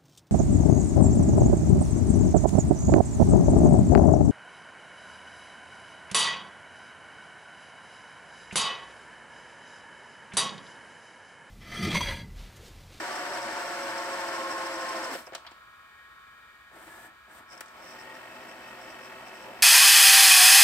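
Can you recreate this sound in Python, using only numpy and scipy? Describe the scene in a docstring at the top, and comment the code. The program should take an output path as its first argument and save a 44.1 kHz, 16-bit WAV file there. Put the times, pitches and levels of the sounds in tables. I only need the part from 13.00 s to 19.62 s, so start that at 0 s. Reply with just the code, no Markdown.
"""A whining, chattering rush of tape: an open video recorder on a wooden table winds a cassette fast.
Reel flanges chirp against the shell, the gears run down and the brakes bite with a few clicks.
The small loading motor shifts the mechanism in short runs, a lever snaps over, and the tape winds on
slowly with a purr. Head drum and mains transformer hum throughout. Rattle, scrapes and clatter all
ring through the same chassis."""
import sys
import numpy as np
from scipy import signal
from scipy.fft import rfft, irfft
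from scipy.io import wavfile
from scipy.ndimage import uniform_filter1d

SR = 44100
rng = np.random.default_rng(int(sys.argv[2]) if len(sys.argv) > 2 else 0)


def put_to_file(sound):
    """Save the sound as 16-bit audio at rate SR, in the file named by the first command-line argument."""
    columns = np.atleast_2d(sound).T  # one column per channel
    safe = np.clip(columns, -1, 1)
    whole_steps = np.round(safe * 32767)
    wavfile.write(sys.argv[1], SR, whole_steps.astype(np.int16))


N = 292065
T, HZ = np.arange(N) / SR, np.fft.rfftfreq(N, 1 / SR)

# resonances of deck plate and case (frequency [Hz], width [Hz], lift [dB])
CHASSIS_MODES = [(125.4, 10.6, 8), (234, 28, 8), (326, 49, 11.5), (402, 53, 8.5), (478, 36, -3),
                 (531, 84, 14), (583, 25, -2.5), (642.3, 120, 16), (711, 16.4, 9.5), (757, 27, 8),
                 (830, 30, -2.5), (867, 16, 9.5), (920, 137, 6.5), (1060, 590, 2.5), (1307, 26, 1.5),
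                 (1470, 150, 4), (1817, 200, 5), (2273, 290, 3), (2646, 82, 3.5), (3015, 140, 6.5),
                 (3270, 60, 3.5), (5200, 2230, 7), (6000, 64, 1), (7870, 650, 7)]
# narrow wheel resonances that the whine slides through (frequency [Hz], width [Hz], lift [dB])
WHEEL_MODES = [(330, 7.3, -0.5), (527, 4.9, -1.5), (701, 49, 4.5), (895, 9.5, 9.5), (918, 18, 2.5),
               (1067, 71, 8), (1153, 15, 11)]
# gear whine (pitch [x mesh rate], blur [Hz], early level [dB], late level [dB], beating twin [dB])
WHINE_TONES = [(.635, 4, -21.5, -13.5, -8), (1, 3, -14, -10.5, -9), (1.265, 9, -16, -18, -8),
               (1.63, 5, -18, -19, -6), (2, 2, -20.5, -14.5, -4), (2.48, 3, -19, -18.5, -6),
               (2.7, 6, -20, -22, -6), (3, 4, -23, -20.5, -6)]
# regular pulses in the reels' rubbing hiss, one slow and two faster
# (rate [Hz], first peak [s], depth [nepers])
RUB_PULSES = [(5.9, .162, .18), (13.06, .059, .45), (26.6, .01, .5)]
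# strongest lines of drum motor and transformer (frequency [Hz], level [dB])
HUM_LINES = [(1001, -75), (1050, -75), (1104, -63.8), (1211, -73), (1249, -68), (1297, -71), (1324, -64),
             (1416, -70), (1432, -66), (1502, -73), (1588, -75), (1620, -73), (1653, -64), (1685, -70),
             (1760, -74), (1857, -68), (1873, -69), (2051, -80), (2202, -76), (2250, -79), (2299, -73),
             (2401, -72), (3020, -83), (3106, -81), (3429, -86), (3650, -79)]
# shifts in the hum's colour (time [s], gain up to 1.1 kHz [dB], gain from 1.8 kHz up [dB])
HUM_SHIFTS = [(2.55, 2.5, -6), (2.78, 4, 0.5), (2.95, -1.5, 2), (3.28, 2.5, 1.5), (3.55, -2.5, 1),
              (4.2, -0.5, -1), (4.5, 2.5, -1)]
# a flange touches the cassette shell (time [s], level [dB], length [s])
SCRAPES = [(0.165, -43, 0.012), (0.343, -42, 0.015), (0.425, -44, 0.013), (0.983, -44, 0.0074),
           (1.533, -43, .009), (1.758, -43.5, 0.011), (1.925, -51, 0.012), (2.049, -42, 0.011),
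           (2.271, -52.5, 0.012), (4.528, -51.5, 0.035), (4.581, -52, 0.0073), (4.888, -53.5, 0.08),
           (5.006, -53, 0.026), (5.155, -59, 0.025), (5.358, -61.5, 0.022), (5.42, -61, 0.021),
           (5.506, -56, 0.034), (5.63, -62, .02), (5.685, -60, 0.026), (5.837, -57, 0.046),
           (5.912, -55.5, 0.024), (6.053, -56, 0.041), (6.277, -56.5, 0.03), (6.36, -56.5, 0.023),
           (6.42, -59, 0.049), (6.597, -60, .02)]
# loading motor runs (start [s], stop [s], coasting [s], gear level [dB], brush level [dB])
LOADING_RUNS = [(2.094, 2.145, 0.07, -60, -50), (3.705, 4.069, 0.021, -59.5, -66),
                (4.268, 4.389, 0.031, -59.5, -65)]
# blows of brakes, pawls and levers; the last five columns are relative to the level
# (time [s], level [dB], clatter decay [s], knock [dB], bass [dB], clang [dB], treble [dB], snap [dB])
BLOWS = [(2.153, -35.5, 0.051, -12, 7.5, -4, -24, -30), (2.183, -44, .05, -8, -19, -6, -20, -14),
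         (2.269, -39, 0.11, -14, -3, -31, -17, -29), (2.322, -43, .07, -10, 7, -12, -25, -21),
         (2.333, -35, 0.087, -14, -18, -15, -16, -29), (2.3497, -32, 0.058, -2, -7, -4, 1.5, -9),
         (2.38, -46, .02, -1, -4, -12, -12, -20), (2.448, -42, 0.14, -20, -21, -32, -30, -35),
         (2.466, -41.5, 0.039, -3, -20, 1, -19, -30), (2.472, -40.5, .025, -4, -20, -4.5, -22, -35),
         (2.511, -60, .04, -12, -15, -6, 6, -20), (2.517, -42.5, .025, -2, -1, -18, -13, -30),
         (3.714, -58, .067, -14, 6, -22, -22, -30), (3.759, -45, .067, -14, 0, -20, -22, -30),
         (3.879, -37, .04, -10, -10, -18, -25, -30), (4.6068, -39.5, .05, -12, -20, -11, -1, 7),
         (4.608, -30.5, 0.034, -3, -4.5, -18, -8, -16), (4.659, -54.5, .05, -8, -22, -22, 5, -29),
         (4.682, -57, .05, -8, -14, -19, 9, -28)]
# ring of a struck lever (frequency [Hz], level [dB], time to fall 60 dB [s])
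LEVER_MODES = [(870, -7, .012), (1400, -8, .003), (1739, -17, .05), (2300, -9, .002), (3070, -11, .06),
               (3375, -19, .06), (3935, -16, .053), (4620, -19, .05), (5700, -12, .003), (7230, -21, .05)]
# the lever bounces (delay [s], level [dB])
REBOUNDS = [(.003, -4), (.0045, -8), (.008, -11)]
# gear tones of the slow drive (frequency [Hz], blur [Hz], level [dB])
PURR_TONES = [(125.5, 2, -21.5), (203, 4, -21), (251, 5, -16.5), (381, 7, -12.5), (522, 18, -11.5),
              (650, 7, -14), (755, 9, -16), (877, 7, -11.5), (1890, 5, -9), (2210, 8, -19), (2620, 2.5, -9),
              (3050, 8, -18), (3290, 4.5, -23)]

# tone colour of each source (frequency [Hz], relative level [dB])
FAST_RATTLE_EQ = [(30, -19), (60, -33), (110, -17.5), (180, -15), (300, -9), (600, -14.5), (1000, -2),
                  (1700, -0.5), (2400, -6.5), (3600, -13), (4500, -13), (5400, -17.5), (6500, -17.5),
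                  (8500, -15), (10500, -26), (13500, -21.5), (15500, -32)]
FLANGE_EQ = [(30, -70), (3000, -45), (4600, 0), (5000, 10.5), (5300, 19), (5550, 12), (5900, 13.5),
             (6700, -4), (7900, 10), (9500, 0.5), (16000, -11)]
DRUM_EQ = [(180, -57), (300, -46), (568, -22), (680, -24), (828, -13.5), (1080, -23), (1290, -23),
           (1520, -5.5), (1880, -14), (1970, -15.5), (2320, -5.5), (2690, -16), (3730, -13.5),
           (5710, -29.5), (6600, -34), (7400, -23), (10000, -41), (15000, -41)]
TRANSFORMER_EQ = [(180, -50), (500, -30), (650, 8), (900, -32), (1500, 5), (1950, -8), (2330, -11),
                  (2600, -10), (3100, -1), (3350, -17), (3680, -3), (4200, -29), (4650, -3.5), (5050, -17),
                  (6300, -17), (7500, -14.5), (15000, -15.5)]
LOADING_GEAR_EQ = [(30, -19), (100, 3.5), (350, 5), (550, -7.5), (850, 4.5), (1250, 6.5), (1750, 10.5),
                   (2400, -1), (3600, -16), (7000, -39), (15000, -35)]
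BRUSH_EQ = [(30, -50), (3000, -4.5), (4700, -9.5), (5300, -11.5), (6900, -9), (7700, -2.5), (8250, -8),
            (8650, 3.5), (8950, -4), (9900, -13), (11400, -7), (13300, -4), (13550, -3), (13950, -14),
            (16000, -12)]
SLOW_RATTLE_EQ = [(30, -53), (90, -19), (180, -1.5), (300, -4), (600, -9), (1000, 0.5), (1700, 1),
                  (2400, -1.5), (3600, -9.5), (6500, -17.5), (8500, -13.5), (10500, -20.5), (13500, -14),
                  (15500, -21)]
PULLEY_EQ = [(30, -64), (1200, -33), (1700, -13), (1880, 1), (2100, 2), (2630, -2), (2820, -6), (3050, 2),
             (3350, -15), (3800, -31), (16000, -40)]
ROOM_EQ = [(20, -18), (40, -8), (58, 5), (100, -5.5), (300, -9), (600, -10), (1200, -3), (3000, -37),
           (6000, -23), (15000, -38)]
CLATTER_EQ = [(30, -23), (300, 8.5), (1000, 6.5), (2300, 3), (4500, -3), (5400, -8.5), (8000, -7),
              (12000, -16), (16000, -13)]

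# how alike the two microphone ports sound (frequency [Hz], correlation [-1 to 1])
PORT_LIKENESS = [(60, 0.6), (150, 0.9), (640, 0.78), (1400, 0.9), (3000, -0.13), (15000, 0.5)]
# how far the left port leads (frequency [Hz], phase [rad])
PORT_LEAD = [(100, .05), (700, 0.031), (950, 0.74), (1200, 1), (1500, 0.81), (1900, 0.83), (5000, 1.2),
             (9000, 2.4), (12000, 1.8), (15500, 8.2)]
# balance of the ports (frequency [Hz], left minus right [dB])
PORT_BALANCE = [(60, 1.5), (200, -1), (380, 3.5), (730, -2.5), (900, 2.5), (1080, -2), (1550, 3),
                (1850, 2.5), (2450, -1), (5100, -0.3), (8000, 0), (9200, 5), (11000, 2.5), (15000, 2.5)]

DRUM_HZ, MAINS_HZ = 18.37, 50


def gain_of(db):
    """Decibels as a gain."""
    return 10 ** (np.asarray(db) / 20)


def unit_rms(x):
    """Scales to unit rms."""
    return x / np.sqrt(np.mean(x ** 2) + 1e-20)


def curve(points, hz=HZ):
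    """Joins a table's points along a log-frequency axis."""
    f, value = np.transpose(points)
    return np.interp(np.log(hz + 1), np.log(f + 1), value)


def lift(resonances):
    """Gain in dB of a set of resonances."""
    return sum(db / (1 + (2 * (HZ - hz) / width) ** 2) for hz, width, db in resonances)


def since(s):
    """Seconds gone by since s, zero before."""
    return np.maximum(T - s, 0)


def ramp(s, length_s):
    """Fades from 0 to 1, starting at s."""
    return np.minimum(since(s) / length_s, 1)


def wander(rate_hz):
    """Smooth random motion of unit rms, up to about rate_hz."""
    return unit_rms(irfft(rfft(rng.standard_normal(N)) * np.exp(-(HZ / rate_hz) ** 2), N))


def phase(hz):
    """Running angle of something turning at hz."""
    return 2 * np.pi * (np.cumsum(hz * np.ones(N)) / SR + rng.random())


def stereo_noise(pair, eq_db):
    """Colours two unrelated signals and blends them into what the two ports hear, at unit rms."""
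    left, other = rfft(pair)
    likeness = np.clip(curve(PORT_LIKENESS), -1, 1)
    right = (likeness * left + np.sqrt(1 - likeness ** 2) * other) * np.exp(-1j * curve(PORT_LEAD))
    return unit_rms(irfft(np.array([left, right]) * gain_of(eq_db), N))


def stereo_tone(x, eq_db=0):
    """Colours one clear signal, which reaches the two ports out of step."""
    return irfft(rfft(x) * gain_of(eq_db) * np.exp(np.array([[.5j], [-.5j]]) * curve(PORT_LEAD)), N)


def hiss(eq_db, pressure=1):
    """Coloured friction noise that follows the contact pressure."""
    return stereo_noise(rng.standard_normal((2, N)) * pressure, eq_db)


def gear_tone(hz, blur_hz, flutter=.22):
    """A meshing tone whose uneven teeth blur its pitch and shake its level."""
    blur = .65 * wander(2 * blur_hz)
    return unit_rms(np.cos(phase(hz) + blur) * (1 + flutter * wander(4 * blur_hz)))


def chassis(grain_db=.8):
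    """Body EQ in dB of deck plate and case: big resonances among countless small ones."""
    grain = uniform_filter1d(rng.standard_normal(len(HZ)), size=400)
    small_modes = unit_rms(uniform_filter1d(grain, size=300))
    crowding = np.clip(HZ / 2500, 0, 1)  # the small modes crowd in the treble
    return grain_db * crowding * small_modes + lift(CHASSIS_MODES)


def gear_whine(mesh_hz, teeth_per_pulley_turn=30.5):
    """Each gear tone beats with a twin one pulley rate below it and rings through the wheels."""
    whine = np.zeros(N)
    for multiple, blur_hz, early_db, late_db, twin_db in WHINE_TONES:
        level = gain_of(np.interp(T, [.47, 1.46], [early_db, late_db]))  # shifts as the load grows
        tone = gear_tone(multiple * mesh_hz, blur_hz)
        twin = gear_tone((multiple - 1 / teeth_per_pulley_turn) * mesh_hz, blur_hz)
        whine += level * (tone + gain_of(twin_db) * twin)
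    return stereo_tone(whine, lift(WHEEL_MODES))


def fast_wind(body, start_hz=584, end_hz=508, sag_s=1.6, cut_s=2.05, run_down_s=.17, brake_s=2.138):
    """Gears chatter and whine, tape rushes and flanges rub until the motor cuts and the brake grips."""
    driven_hz = end_hz + (start_hz - end_hz) * np.exp(-T / sag_s)  # sags as the tape pack grows
    run_down = np.exp(-(since(cut_s) / run_down_s) ** 2)
    chatter = np.exp(.039 * wander(370) + .08 * wander(21))
    rattle = gain_of(-.4) * hiss(curve(FAST_RATTLE_EQ) + body, chatter)
    pulses = sum(depth * np.cos(2 * np.pi * hz * (T - first_s)) for hz, first_s, depth in RUB_PULSES)
    flange = gain_of(-15.3) * hiss(curve(FLANGE_EQ) + body, np.exp(pulses + .22 * wander(110)))
    whine = gain_of(1.2) * run_down ** 1.4 * gear_whine(driven_hz * np.maximum(run_down, .1))
    level = gain_of(-35 - 192 * since(brake_s))  # the brake takes off 192 dB a second
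    return level * (rattle + flange + whine)


def buzz(cycle_hz, eq_db):
    """The same roughness comes round every cycle and makes a comb of lines."""
    cycle = rng.standard_normal((2, round(SR / cycle_hz)))
    return stereo_noise(cycle[:, np.arange(N) % cycle.shape[1]], eq_db)


def head_drum(bearing_db=-67, whirr_db=-64):
    """The spinning drum whirrs over the soft hiss of its bearing."""
    colour = curve(DRUM_EQ)
    return gain_of(bearing_db) * hiss(colour) + gain_of(whirr_db) * buzz(DRUM_HZ, colour)


def transformer(level_db=-66):
    """The transformer buzzes at multiples of the mains rate."""
    return gain_of(level_db) * buzz(MAINS_HZ, curve(TRANSFORMER_EQ))


def hum_lines(trim_db=-.8, swell_depth=.24, waver_depth=.17):
    """The strongest lines of drum motor and transformer sing out, swelling slowly and wavering fast."""
    drift = 1 + .00028 * wander(7.6)
    wobble = .14 * np.cos(phase(DRUM_HZ))  # the drum runs slightly out of true
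    times, low_db, high_db = np.transpose(HUM_SHIFTS)
    low, high = gain_of(np.interp(T, times, low_db)), gain_of(np.interp(T, times, high_db))
    out = np.zeros((2, N))
    for hz, db in HUM_LINES:
        colour = low + np.interp(hz, [1100, 1800], [0, 1]) * (high - low)
        swell = 1 + swell_depth * np.cos(phase(rng.uniform(1, 3.5)))
        angle = phase(hz * drift)
        side = (-curve(PORT_LEAD, hz) / 2 + .4 * rng.standard_normal()) * np.sin(angle)
        line = np.sqrt(2) * (np.cos(angle) + np.array([side, -side]))  # out of step at the ports
        waver = 1 + waver_depth * wander(15) + wobble
        out += gain_of(db + trim_db) * colour * swell * waver * line
    return out


def flange_scrapes(body, slip_hz=107, slip_depth=.45, grain=.2):
    """Now and then a flange touches the shell, sticking and slipping in a short chirp."""
    touch_power = sum(gain_of(2 * db) * .5 ** np.minimum((2 * (T - s) / length_s) ** 2, 100)
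                      for s, db, length_s in SCRAPES)
    slips = np.cos(phase(slip_hz * (1 + .1314 * wander(21.1))))
    pressure = np.exp(slip_depth * slips + grain * wander(150))
    return np.sqrt(touch_power) * hiss(curve(FLANGE_EQ) + body, pressure)


def loading_motor(body, spin_up_s=.049, worm_start_hz=1692, rise_hz_per_s=140, worm_db=-55.3):
    """A brush motor turns the cam by a worm gear: gears rattle at once, brushes hiss only at speed."""
    gears = gain_of(7.5) * hiss(curve(LOADING_GEAR_EQ) + body, np.exp(.22 * wander(150)))
    brushes = gain_of(9.5) * hiss(curve(BRUSH_EQ) + .47 * body, np.exp(.12 * wander(500)))
    out = np.zeros((2, N))
    for start, stop, coast_s, gear_db, brush_db in LOADING_RUNS:
        speed = (1 - np.exp(-since(start) / spin_up_s)) * np.exp(-since(stop) / coast_s)
        out += gain_of(gear_db) * speed ** .47 * gears
        out += gain_of(brush_db) * speed ** 1.45 * brushes
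        loaded = start + .15  # the worm sings once the cam has taken up the load
        if loaded < stop:
            worm_hz = worm_start_hz + rise_hz_per_s * np.minimum(since(loaded), stop - loaded)
            worm = gear_tone(worm_hz, blur_hz=2.2)
            wheel = gain_of(-10) * gear_tone(.52 * worm_hz, blur_hz=8.3)
            out += gain_of(worm_db) * speed * ramp(loaded, .041) * (worm + wheel)
    return out


def lever_clicks(body, clatter_db=-8, attack_s=.00068, snap_speed=3.3, tail_db=-20, tail_t60=.5):
    """A hard knock rebounds, then plastic and steel clatter and die fast, with a faint room tail."""
    colour = curve(CLATTER_EQ) + body
    edges_hz = (60, 1000, 2800, 5000, 9500, 18000)  # bass, mid, clang, treble, snap
    bands = [hiss(colour - 10 * np.log10(1 + (lo / (HZ + 1)) ** 12 + (HZ / hi) ** 16))
             for lo, hi in zip(edges_hz, edges_hz[1:])]
    speeds = (1, 1, 1, np.sqrt(snap_speed), snap_speed)  # the top bands rise and die faster
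    clatter, knocks = np.zeros((2, N)), np.zeros(N)
    for s, db, decay_s, knock_db, bass, clang, treble, snap in BLOWS:
        at = slice(round(s * SR), round(s * SR) + SR // 2)
        age = T[at] - T[at][0]
        shares_db = (bass + 3, 0, clang + 5, treble + 3, snap + 5)
        for band, share_db, speed in zip(bands, shares_db, speeds):
            t = speed * age
            attack = 1 - np.exp(-t / attack_s)
            decay = gain_of(-60 * t / decay_s) + gain_of(tail_db - 60 * t / tail_t60)
            clatter[:, at] += gain_of(db + clatter_db + share_db) * attack * decay * band[:, at]
        for hz, mode_db, t60 in LEVER_MODES:
            strike_db = db + knock_db + mode_db + shares_db[np.searchsorted(edges_hz, hz) - 1]
            knocks[at] += gain_of(strike_db - 60 * age / t60) * np.cos(2 * np.pi * hz * age)
    rebounds = sum(gain_of(db) * np.roll(knocks, round(delay_s * SR)) for delay_s, db in REBOUNDS)
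    return clatter + stereo_tone(knocks + rebounds)


def slow_drive_envelope(jolt_s=4.53, attack_s=.024, decay_s=.13, start_s=4.662, growth_db_per_s=.44):
    """A jolt as the idler gear engages, then the reel gathers speed and slowly grows louder."""
    jolt = np.exp(-(np.minimum(T - jolt_s, 0) / attack_s) ** 2 - since(jolt_s) / decay_s)
    steady = ramp(start_s, .2) * gain_of(-50 + growth_db_per_s * since(start_s))
    return gain_of(-51.5) * jolt + steady


def slow_wind(body, reel_turn_s=.373, wow_depth=.008, swish_depth=.92):
    """Gears purr, wavering each reel turn; the pulley swishes once a turn and chops the high tones."""
    colour = curve(SLOW_RATTLE_EQ) + body
    rattle = gain_of(2.5) * hiss(colour, np.exp(.11 * wander(210)))
    pulley_hz = np.interp(T, [5.08, 5.27], [43.7, 46.3])
    wow = 1 + wow_depth * np.cos(2 * np.pi * (T - 5.48) / reel_turn_s)
    swish = unit_rms(1 + swish_depth * np.cos(phase(pulley_hz * wow)))
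    pulley = gain_of(-11) * hiss(curve(PULLEY_EQ) + body, swish)
    purr = np.zeros(N)
    for hz, blur_hz, db in PURR_TONES:
        chop = swish ** min((hz / 1800) ** 1.9, 1)
        purr += gain_of(db) * gear_tone(hz * wow, blur_hz) * chop
    drive = slow_drive_envelope() * (rattle + ramp(4.8, .28) * (pulley + stereo_tone(purr)))
    # one gear sings out while the reel gathers speed
    rising_hz = np.interp(T, [4.75, 4.95, 5.2], [1760, 1845, 1885])
    spin_up = gain_of(-53.5) * np.exp(-((T - 5.04) / .19) ** 2) * gear_tone(rising_hz, 4.3) * swish
    # the low rattle swells briefly near the end
    low_rattle = hiss(colour - 10 * np.log10(1 + (HZ / 910) ** 8))
    swell = gain_of(-48) * np.exp(-((T - 6.49) / .076) ** 2) * low_rattle
    return drive + spin_up + swell


def scene(room_db=-64.5):
    """The moving parts share one chassis, over a bed of hum and room tone."""
    body = chassis()
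    drives = fast_wind(body) + loading_motor(body) + slow_wind(body)
    contacts = flange_scrapes(body) + lever_clicks(body)
    hum = head_drum() + transformer() + hum_lines()
    return drives + contacts + hum + gain_of(room_db) * hiss(curve(ROOM_EQ))


def record(dry, high_cut_hz=15850):
    """Each microphone port adds its own colour, and a steep high cut takes off the very top."""
    heard = irfft(rfft(dry) * gain_of(np.array([[.5], [-.5]]) * curve(PORT_BALANCE)), N)
    high_cut = signal.firwin(511, high_cut_hz, window=("kaiser", 9), fs=SR)
    return signal.oaconvolve(heard, high_cut[None], "same")


dry = scene()
out = record(dry)
put_to_file(out)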